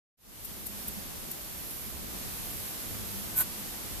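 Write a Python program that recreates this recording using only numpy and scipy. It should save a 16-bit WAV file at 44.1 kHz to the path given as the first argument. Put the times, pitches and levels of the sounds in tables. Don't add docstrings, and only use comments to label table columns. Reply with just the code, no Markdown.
import sys
import numpy as np
from scipy import signal
from scipy.fft import rfft, irfft, next_fast_len
from scipy.io import wavfile
from scipy.ndimage import map_coordinates

SR = 44100
rng = np.random.default_rng(int(sys.argv[2]) if len(sys.argv) > 2 else 0)


def bounce(signal):
    frames = np.transpose(np.atleast_2d(signal))
    limited = np.clip(frames, -1, 1)
    pcm = np.round(limited * 32767).astype(np.int16)
    wavfile.write(sys.argv[1], SR, pcm)


N = 176400
TOP_HZ, NOISE_TOP_HZ = 15600, 14330

# centre in seconds, level in dB, half length in seconds,
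# left minus right in dB, scuff relative to the level in dB.
WING_RUBS = [(0.452, -34.3, 0.0036, 6, -10), (0.669, -33.8, 0.0036, 4.5, -7.5),
             (0.884, -29.5, 0.0032, 2, -18), (1.316, -32.5, 0.0032, 4, -8), (1.712, -41, 0.006, 0, -5)]
# centre in seconds, boost in dB.
RASP_SNAGS = [(3.380, 5.5), (3.3884, 6), (3.3965, 2.5), (3.407, 4.5), (3.416, 2)]
# frequency in Hz, relative spectral density in dB.
TICK_SPECTRUM = [(500, -40), (3000, -26), (7200, -20), (8200, -7.5), (9200, -10.5), (10300, -2.5),
                 (12200, 1), (13600, 4), (14300, -4), (15300, -28)]
SCUFF_SPECTRUM = [(500, -29), (3000, -10), (6500, -8), (8300, -1), (11000, -1), (14300, -18)]
RASP_SPECTRUM = [(400, -25), (2500, -17), (4200, -20), (5500, -22), (6300, -14.5), (6900, -11.5),
                 (10200, -5), (11200, 2), (13200, 4), (14150, 4), (14550, -37), (15500, -45)]
BODY_SPECTRUM = [(150, -22), (480, -13), (740, -1), (880, -4), (1040, 3), (1200, -4), (1500, 0), (1850, -7),
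                 (2400, -7), (3000, -17), (4200, -10), (5500, -20), (7200, -5.5), (9500, -4), (12000, -26)]
SWISH_SPECTRUM = [(8500, -25), (10700, -7), (11500, -2), (12150, 0), (12700, -5), (13800, -15)]
# frequency in Hz, relative spectral density in dB.
HISS_SPECTRUM = [(30, -34), (300, 0), (900, 2.5), (1600, 0.5), (4000, 1), (7000, 0.5), (9500, 1),
                 (14300, 1.5)]
RUMBLE_SPECTRUM = [(110, -28), (180, 0.5), (240, 0), (285, -4), (340, -3), (420, -7), (700, -11.5),
                   (1500, -26), (4000, -40)]
BASS_SPECTRUM = [(10, -15), (30, 2), (50, -1.5), (70, 4), (88, -3), (125, -2), (165, -2), (230, -17.5),
                 (400, -45)]
LEFT_PORT_SPECTRUM = [(7000, -30), (9000, -12), (10500, -7.5), (11500, -4), (12700, 0), (13800, 3),
                      (14300, -13)]
RIGHT_PORT_SPECTRUM = [(7000, -37), (9300, -16), (10500, -6.5), (11500, 0.5), (12250, -1.5), (12800, -3),
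                       (14300, -9)]
# time in seconds, base level in dB.
HISS_ENVELOPE = [(.45, -45.5), (.66, -47), (.78, -44), (1.4, -44.5), (2.08, -44), (2.15, -42), (3.0, -42),
                 (4.0, -42)]
RUMBLE_ENVELOPE = [(.5, -52), (1.0, -50), (1.33, -49), (1.48, -51), (1.65, -49.5), (1.8, -51), (2.2, -46.8),
                   (2.45, -49.5), (2.8, -48.5), (2.98, -47.5), (3.1, -47), (3.45, -49.5), (3.73, -48.5),
                   (3.9, -48)]
BASS_ENVELOPE = [(.5, -52), (1.0, -50), (1.55, -52), (1.9, -50.5), (2.2, -46.8), (2.55, -48.5), (2.7, -52),
                 (2.9, -49.5), (3.2, -49), (4.0, -49)]
# time in seconds, left and right base levels in dB.
PORT_ENVELOPES = [(.45, -51, -47.5), (.85, -48, -44.5), (1.2, -49, -46), (1.52, -48, -44), (1.7, -47, -45),
                  (1.98, -51, -46), (2.2, -48, -43.5), (2.5, -43.5, -40.5), (3.3, -48, -41.5),
                  (3.65, -47, -43.5), (4.0, -49, -43)]
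# time in seconds, levels in dB at 1, 2 and 4 times the mains frequency.
HUM_ENVELOPES = [(.45, -55, -64, -61), (.75, -56, -60, -53), (1.25, -59, -67.5, -67),
                 (1.8, -54, -54.5, -69), (2.1, -52, -58.5, -55.5), (2.8, -60.5, -58, -66.5),
                 (3.0, -55, -48.5, -55), (3.25, -53, -57.5, -47.5), (3.45, -53, -54.5, -57.5),
                 (3.62, -65, -68, -50), (4.0, -50, -59, -68)]
# frequency in Hz, level in dB.
WHINE_TONES = [(12042, -61), (12511, -62), (13200, -67), (13523, -66), (13991, -58)]
# centre in seconds, frequency in Hz, level in dB, half length in seconds.
LOW_THUDS = [(.885, 62, -44, .015), (.98, 195, -44, .01), (2.27, 115, -47, .02), (3.18, 58, -43, .02)]


def friction(spectrum, slips_per_s=960, jitter=.45, scatter_db=2, decay_s=.00034, slip_share=.42):
    grit = rng.standard_normal((2, N))
    slip_times = np.cumsum(np.exp(jitter * rng.standard_normal(size=8000))) / slips_per_s
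    sizes = amp(scatter_db * rng.standard_normal(size=8000))
    slips = np.bincount((slip_times * SR).astype(int), sizes, N)[:N]
    energy = signal.lfilter([1], [1, -np.exp(-1 / (decay_s * SR))], slips)
    power = 1 - slip_share + slip_share * energy / energy.mean()
    return coloured(grit * np.sqrt(power), spectrum)


def wing_ticks():
    crisp, scuff = friction(TICK_SPECTRUM), friction(SCUFF_SPECTRUM)
    return sum(amp(db) * pan(side_db) * pulse(s, half, half, shape=1.05) * (crisp + amp(scuff_db) * scuff)
               for s, db, half, side_db, scuff_db in WING_RUBS)


def rasp(ring_hz=1499):
    snag_db = sum(db * pulse(s, .00051, .00051, shape=2.3) for s, db in RASP_SNAGS)
    rub = pulse(centre_s=3.396, rise_s=.024, fall_s=.024, shape=2.55)
    bright = amp(-24.3 + snag_db) * rub * friction(RASP_SPECTRUM)
    swell = pulse(centre_s=3.415, rise_s=.024, fall_s=.0055, shape=1.55)
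    hollow = amp(-36.2) * pan(-4.5) * friction(BODY_SPECTRUM)
    ring = amp(-41) * pan(-5) * unit(np.sin(2 * np.pi * ring_hz * clock()))
    return bright + swell * (hollow + ring)


def swish():
    envelope = pulse(centre_s=1.763, rise_s=.17, fall_s=.17, shape=6)
    return amp(-47.5) * pan(-10) * envelope * noise(SWISH_SPECTRUM)


def room_noise(hiss_trim_db=.5):
    hiss = amp(curves(HISS_ENVELOPE) + hiss_trim_db) * noise(HISS_SPECTRUM)
    rumble = amp(curves(RUMBLE_ENVELOPE) + .72 * wobble(6.7)) * noise(RUMBLE_SPECTRUM)
    bass = amp(curves(BASS_ENVELOPE) + 2 * wobble(8.96)) * noise(BASS_SPECTRUM)
    return hiss + rumble + bass


def port_hiss():
    left = noise(LEFT_PORT_SPECTRUM, channels=1)
    right = noise(RIGHT_PORT_SPECTRUM, channels=1)
    return amp(curves(PORT_ENVELOPES) + .71 * wobble(16)) * np.vstack([left, right])


def mains_hum(mains_hz=50.1):
    return sum(amp(db) * tone(mains_hz * 2 ** octave, waver=.9, per_s=16)
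               for octave, db in enumerate(curves(HUM_ENVELOPES)))


def whine():
    return sum(amp(db) * tone(hz, waver=.7, per_s=12) for hz, db in WHINE_TONES)


def bumps():
    return sum(amp(db) * pulse(s, half, half, shape=2) * tone(hz, waver=.3, per_s=20)
               for s, hz, db, half in LOW_THUDS)


def tone(hz, waver, per_s):
    def channel():
        phasor = np.exp(2j * np.pi * rng.random())
        drift = waver * (wobble(per_s) + 1j * wobble(per_s))
        return unit(np.real((phasor + drift) * np.exp(2j * np.pi * hz * clock())))
    return np.array([channel(), channel()])


def pulse(centre_s, rise_s, fall_s, shape):
    t = clock() - centre_s
    return np.exp(-np.abs(t / np.where(t < 0, rise_s, fall_s)) ** shape / 2)


def noise(spectrum, channels=2):
    return coloured(rng.standard_normal((channels, N)), spectrum, NOISE_TOP_HZ)


def coloured(x, spectrum, top_hz=TOP_HZ):
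    points_hz, db = np.transpose(spectrum)
    def response(hz):
        return amp(np.interp(np.log(hz + 1), np.log(points_hz), db)) * (hz < top_hz)
    return unit(filtered(x, response))


def filtered(x, response):
    size = next_fast_len(N + 8192)
    return irfft(rfft(x, size) * response(np.fft.rfftfreq(size, 1 / SR)), size)[..., :N]


def wobble(per_s):
    return map_coordinates(rng.standard_normal(int(N * per_s / SR) + 4), [clock() * per_s])


def curves(rows):
    times, *columns = np.transpose(rows)
    return np.array([np.interp(clock(), times, column) for column in columns])


def pan(db):
    return amp(np.array([[db], [-db]]) / 2)


def amp(db):
    return 10 ** (np.asarray(db) / 20)


def unit(x):
    return x / np.sqrt(np.mean(x ** 2) + 1e-20)


def clock():
    return np.arange(N) / SR


def scene():
    background = room_noise() + mains_hum() + port_hiss() + whine() + bumps()
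    return wing_ticks() + swish() + rasp() + background


def record(dry):
    start_s, fade_s, edge_hz = .17, .34, 100
    fade = np.clip((clock() - start_s) / fade_s, 0, 1) ** 1.08
    return filtered(dry * fade, lambda hz: np.clip((TOP_HZ - hz) / edge_hz, 0, 1))


dry = scene()
out = record(dry)
bounce(out)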